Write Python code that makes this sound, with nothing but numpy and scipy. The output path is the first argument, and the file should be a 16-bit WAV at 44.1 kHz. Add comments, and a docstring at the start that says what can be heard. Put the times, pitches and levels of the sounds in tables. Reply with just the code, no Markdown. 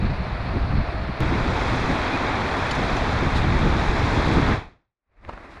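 """Mountain river: first from the bank, then, after a hard cut, from a bridge right above it.
The water is merged splashes and ringing air bubbles; at the bridge also deep roar and spray.
Wind buffets the microphone. Shoes scuff grit over the steel deck, which squeaks once.
Fade out, then fade in on a gravel road: one footstep, a light breeze, the river far away."""
import sys
import numpy as np
from scipy import signal
from scipy.fft import rfft, irfft
from scipy.io import wavfile
from scipy.ndimage import uniform_filter1d

SR = 44100
rng = np.random.default_rng(int(sys.argv[2]) if len(sys.argv) > 2 else 0)


def unload_wav(signal):
    """Save mono or channel-first audio to the path in sys.argv[1] as 16-bit WAV at rate SR, clipped to [-1, 1]."""
    wavfile.write(
        sys.argv[1],
        SR,
        np.round(np.clip(np.atleast_2d(signal).T, -1, 1) * 32767).astype(np.int16),
    )


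N = 246959
TIME_S = np.arange(N) / SR
BINS_HZ = np.fft.rfftfreq(N, 1 / SR)

CUT_S = 1.205  # bank to bridge
FADE_OUT_START_S, FADE_OUT_DB_PER_S = 4.535, 175
FADE_IN_END_S, FADE_IN_DB_PER_S = 5.284, 180

# water spectra: f/Hz, level/dB
BANK_SPECTRUM = [(190, -24), (330, -3), (478, -6), (671, 0.5), (838, -4.5), (1290, -5), (1450, -7),
                 (2470, -11.5), (3030, -21.5), (3790, -18.5), (4260, -18), (6260, -39), (8170, -48),
                 (9760, -45.5), (11300, -53), (14700, -82), (22000, -120)]
BRIDGE_SPECTRUM = [(240, -27), (400, -2), (514, -4.5), (816, -0.5), (2270, -8.5), (2500, -10),
                   (2950, -20.5), (3350, -14.5), (3910, -16), (4430, -21), (6930, -33), (8550, -42.5),
                   (9700, -42.5), (11300, -50.5), (14700, -85), (22000, -120)]
FAR_SPECTRUM = [(100, -16), (180, -6.5), (310, 0), (440, -7), (600, -3), (900, -7), (1100, -3.5),
                (1450, -7.5), (1850, -7), (2500, -12.5), (3050, -25), (3900, -22.5), (6200, -35.5),
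                (11500, -48), (15000, -77)]
ROAR_SPECTRUM = [(40, -16.5), (130, -8), (260, 2.5), (350, -0.5), (450, -9.5), (700, -41), (2000, -87)]
SPRAY_SPECTRUM = [(9000, -41.5), (12000, -12), (12700, 2.5), (14200, -1), (15000, -20)]
# water at the bridge, overall and white-water treble: t/s, gain/dB
BRIDGE_GAIN = [(1.2, -28), (2.15, -25.5), (3.25, -26.5), (4.0, -26.1), (4.5, -25)]
FOAM_GAIN = [(1.2, -1.5), (1.75, 2.5), (2.2, -1), (2.9, 2), (3.5, 0), (4.1, 3), (4.55, -.5)]

# wind spectra: f/Hz, level/dB
BANK_WIND_SPECTRUM = [(8, -9), (25, 0), (60, 3), (120, -1.5), (185, -7), (300, -16.5), (500, -35.5),
                      (1200, -46), (5000, -88)]
BRIDGE_WIND_SPECTRUM = [(8, -10), (25, 0), (60, 0), (120, -1.5), (180, -10.5), (300, -15), (500, -20.5),
                        (1200, -42), (5000, -85)]
ROAD_WIND_SPECTRUM = [(8, -10), (35, 1), (80, -4), (150, -17), (400, -35), (3000, -90)]
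EDDY_SPECTRUM = [(40, -14.5), (130, 1), (260, -0.5), (380, -5), (600, -17.5), (2000, -61.5), (6000, -89.5)]
# breeze: t/s, level/dB
BANK_BREEZE_LEVEL = [(0, -29), (1.05, -27), (1.2, -37)]
BRIDGE_BREEZE_LEVEL = [(1.2, -21.5), (1.85, -26.5), (2.1, -31), (2.75, -28.5), (3.45, -20.5), (4.5, -22)]
ROAD_BREEZE_LEVEL = [(5.05, -46), (5.17, -35), (5.42, -50.5), (5.6, -47)]
GUST_SWELLS = [(0.068, 10.5, 0.095), (0.194, 5.5, 0.03), (0.605, 5.5, 0.15), (0.779, 9.5, 0.058),
               (1.098, 7.5, 0.023), (1.756, 8, 0.014)]  # over the breeze: t/s, rise/dB, length/s
EDDY_BURSTS = [(.565, -25.5, 0.035), (1.097, -28.5, 0.019), (1.235, -26.5, 0.057), (1.35, -32, 0.062),
               (1.5, -27.5, 0.073), (1.915, -21.5, 0.047), (2.795, -25, 0.036), (3.23, -20.5, 0.013),
               (3.65, -21, .06), (4.32, -27.5, .06), (4.385, -19, 0.071), (4.5, -23.5, 0.061)]  # eddies striking the microphone: t/s, level/dB, length/s

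# shoes scuffing, gravel crushed: t/s, level/dB, length/s
SCUFF_BURSTS = [(1.925, -47, .03), (2.667, -42, 0.01), (2.715, -34.5, .01), (2.755, -38, .007),
                (2.97, -39, .006), (3.372, -36, 0.027), (4.338, -40, .025), (5.513, -60, .016),
                (5.545, -60, .035)]
CRUNCH_BURSTS = [(5.284, -45, 0.0092), (5.2945, -30, 0.0058), (5.306, -41.5, 0.025), (5.335, -39, 0.011),
                 (5.375, -40.5, 0.0056)]
# their spectra: f/Hz, level/dB
SCUFF_SPECTRUM = [(1000, -28.5), (2600, 2.5), (3800, 9), (4800, -1), (7000, -8.5), (10000, -16.5),
                  (14000, -34.5), (16000, -48)]
CRUNCH_SPECTRUM = [(120, -28), (200, 0), (380, -15), (413, -4), (524, -6), (663, -3.5), (1300, -9.5),
                   (1920, -21), (2160, -20), (4180, -30), (11300, -61), (14700, -87), (22000, -120)]
# pebbles colliding; heel, then sole landing: t/s, level/dB, f/Hz, t60/s
PEBBLE_KNOCKS = [(5.2498, -19, 2010, 0.0031), (5.2915, -27, 900, 0.009), (5.2948, -25, 1100, 0.0053),
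                 (5.299, -28, 850, .008), (5.3352, -28, 1300, .006), (5.3492, -35, 1400, .005),
                 (5.3772, -22.5, 1330, 0.0051)]
SHOE_THUDS = [(5.281, -21.5, 75, .035), (5.328, -24, 42, 0.066)]
GRIT_HITS = [(2.71, -22.5, 3060), (2.713, -27, 4550), (2.7185, -36, 7000), (2.7525, -36.5, 5860),
             (2.9677, -35.5, 6000)]  # grit on steel: t/s, level/dB, f/Hz
GRIT_MODES = [(1.001, -1, .03), (1.45, -12, 0.022), (2.31, -13.5, .03), (3.04, -20, .03)]  # modes of a hit: frequency ratio, gain/dB, t60/s
DECK_SQUEAK = (2.124, .044, 2410, 2490, -28.5)  # one rub: t/s, length/s, start f/Hz, end f/Hz, level/dB
SQUEAK_HARMONICS = [(1, 0), (2, -20), (4, -35)]  # its partials: harmonic number, gain/dB


def churn(patchy_db, surge_db):
    """Countless merged splashes: noise swelling in time-frequency patches and surging as a whole."""
    cells = signal.stft(rng.standard_normal(N), nperseg=512, noverlap=384)[2]
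    patches = uniform_filter1d(rng.standard_normal(cells.shape), size=9, axis=0)
    patches = unit_rms(uniform_filter1d(patches, size=14, axis=1))
    noise = signal.istft(cells * gain(patchy_db * patches), nperseg=512, noverlap=384)[1][:N]
    return unit_rms(noise * gain(surge_db * wander(rate_hz=25)))


def bubbles(rate_per_s, decay_cycles, spread_db, sizes=36):
    """Air pockets ring for a few cycles, rising in pitch as they near the surface."""
    out = np.zeros(N)
    for hz in np.geomspace(450, 10000, sizes):
        age_cycles = np.arange(int(5 * decay_cycles * SR / hz)) * hz / SR
        rise = 1 + 0.014 * age_cycles / decay_cycles
        ring = np.exp(-age_cycles / decay_cycles) * np.sin(2 * np.pi * age_cycles * rise)
        births = rng.random(N) < rate_per_s / sizes / SR
        strength = gain(spread_db * np.minimum(rng.exponential(1, N), 4))
        out += np.sqrt(hz) * unit_rms(signal.oaconvolve(births * strength, ring)[:N])
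    return unit_rms(out)


def river_below(gurgle):
    """From the bridge: rush, spray and the current's roar, brighter where the water breaks white."""
    splash = churn(patchy_db=0.22, surge_db=-0.5) + 0.45 * gurgle
    rush = coloured(splash, BRIDGE_SPECTRUM) + gain(-60.5) * coloured(splash, SPRAY_SPECTRUM)
    hiss = signal.sosfiltfilt(signal.butter(2, 4500, "high", fs=SR, output="sos"), rush)
    rush += hiss * (gain(curve(FOAM_GAIN)) - 1)
    roar = gain(-5.5) * coloured(churn(patchy_db=2.0, surge_db=2.3), ROAR_SPECTRUM)
    return gain(curve(BRIDGE_GAIN)) * (rush + roar)


def river_near(gurgle):
    """From the bank: splashes and bubbles some way off, treble dulled."""
    splash = churn(patchy_db=1.0, surge_db=-0.5) + 0.38 * gurgle
    return gain(-33) * coloured(splash, BANK_SPECTRUM)


def river_far():
    """From the road: a faint wash of splashes."""
    return gain(-44.5) * coloured(churn(patchy_db=0.7, surge_db=-1.5), FAR_SPECTRUM)


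def wind(breeze, spectrum, lumpy_db, buffet_db):
    """Turbulence at the microphone: lumpy rumble that follows the breeze, gusts and flutters."""
    rumble = coloured(rng.standard_normal(N) * gain(lumpy_db * wander(rate_hz=30)), spectrum)
    running_rms = np.sqrt(np.abs(uniform_filter1d(rumble ** 2, size=4400)) + 1e-9)
    gusts_db = sum(db * bell(t_s, length_s) for t_s, db, length_s in GUST_SWELLS)
    flutter_db = buffet_db * np.minimum(wander(rate_hz=14), 1)  # deep lulls, blunt tops
    return gain(curve(breeze) + gusts_db + flutter_db) * rumble / running_rms


def footstep():
    """Heel and sole thud down, crushing gravel and knocking pebbles together."""
    return bursts(CRUNCH_BURSTS, CRUNCH_SPECTRUM) + knocks(PEBBLE_KNOCKS) + knocks(SHOE_THUDS)


def grit_clinks():
    """Grit skips on steel; small grains ring higher, high modes are weak."""
    modes = []
    for t_s, db, hz in GRIT_HITS:
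        for ratio, mode_db, t60_s in GRIT_MODES:
            rolloff_db = max(hz * ratio - 6500, 0) / 450
            modes.append((t_s, db + mode_db - rolloff_db, hz * ratio, t60_s))
    return knocks(modes)


def deck_squeak():
    """The deck rubs underfoot and sings briefly on a rising, unsteady pitch."""
    t_s, length_s, start_hz, end_hz, db = DECK_SQUEAK
    progress = np.clip((TIME_S - t_s) / length_s, 0, 1)
    pitch_hz = (start_hz + (end_hz - start_hz) * progress) * (1 + 0.005 * wander(rate_hz=150))
    phase_rad = 2 * np.pi * np.cumsum(pitch_hz) / SR
    swell = np.sqrt(np.abs(np.sin(np.pi * progress)))
    return swell * sum(gain(db + part_db) * np.sin(k * phase_rad) for k, part_db in SQUEAK_HARMONICS)


def knocks(rows):
    """Impacts: each rises within half a cycle, rings on one pitch and decays."""
    out = np.zeros(N)
    for t_s, db, hz, t60_s in rows:
        span = out[round(t_s * SR):][:SR // 5]
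        age_s = np.arange(len(span)) / SR
        attack = 1 - np.exp(-(np.pi * hz * age_s) ** 2)
        span += attack * gain(db - 60 * age_s / t60_s) * np.sin(2 * np.pi * hz * age_s)
    return out


def bursts(rows, spectrum):
    """Short swells of coloured noise, one per row."""
    envelope = sum(gain(db) * bell(t_s, length_s) for t_s, db, length_s in rows)
    return envelope * coloured(rng.standard_normal(N), spectrum)


def coloured(x, spectrum):
    """x filtered by a spectrum, rms 1."""
    hz, db = np.transpose(spectrum)
    response_db = np.interp(np.log(BINS_HZ + 1), np.log(hz + 1), db)
    return unit_rms(irfft(rfft(x) * gain(response_db), N))


def wander(rate_hz):
    """Random drift, rolling off above rate_hz, rms 1."""
    return unit_rms(irfft(rfft(rng.standard_normal(N)) / (1 + (BINS_HZ / rate_hz) ** 2), N))


def bell(t_s, length_s):
    """Gaussian swell, peak 1 at t_s."""
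    return np.exp(-2 * ((TIME_S - t_s) / length_s) ** 2)


def curve(rows):
    """Breakpoints interpolated to every sample."""
    return np.interp(TIME_S, *np.transpose(rows))


def gain(db):
    """dB to amplitude."""
    return 10 ** (np.asarray(db) / 20)


def unit_rms(x):
    """x scaled to rms 1."""
    return x / np.sqrt(np.mean(x ** 2) + 1e-20)


def scene():
    """Bank, hard cut to the bridge, fade through silence to the road."""
    gurgle = bubbles(rate_per_s=3000, decay_cycles=4.67, spread_db=2.0)
    bank = river_near(gurgle)
    bank += wind(BANK_BREEZE_LEVEL, BANK_WIND_SPECTRUM, lumpy_db=1.2, buffet_db=2.2)
    bridge = river_below(gurgle)
    bridge += wind(BRIDGE_BREEZE_LEVEL, BRIDGE_WIND_SPECTRUM, lumpy_db=1.5, buffet_db=1.3)
    bridge += grit_clinks() + deck_squeak()
    riverside = np.where(TIME_S < CUT_S, bank, bridge) + bursts(EDDY_BURSTS, EDDY_SPECTRUM)
    road = river_far() + footstep()
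    road += wind(ROAD_BREEZE_LEVEL, ROAD_WIND_SPECTRUM, lumpy_db=1.5, buffet_db=1.5)
    fade_out = gain(-FADE_OUT_DB_PER_S * np.maximum(TIME_S - FADE_OUT_START_S, 0))
    fade_in = gain(-FADE_IN_DB_PER_S * np.maximum(FADE_IN_END_S - TIME_S, 0))
    return (riverside * fade_out + road * fade_in + bursts(SCUFF_BURSTS, SCUFF_SPECTRUM))[None]


def record(dry):
    """Microphone treble dip, then a steep low-pass."""
    dip_hz, width_hz, dip_db, cutoff_hz = 11950, 420, -9, 14900
    dip = gain(dip_db * np.exp(-2 * ((BINS_HZ - dip_hz) / width_hz) ** 2))
    heard = irfft(rfft(dry) * dip, N)
    lowpass = signal.firwin(511, cutoff_hz, window=("kaiser", 9), fs=SR)
    return signal.oaconvolve(heard, lowpass[None], "same")


dry = scene()
out = record(dry)
unload_wav(out)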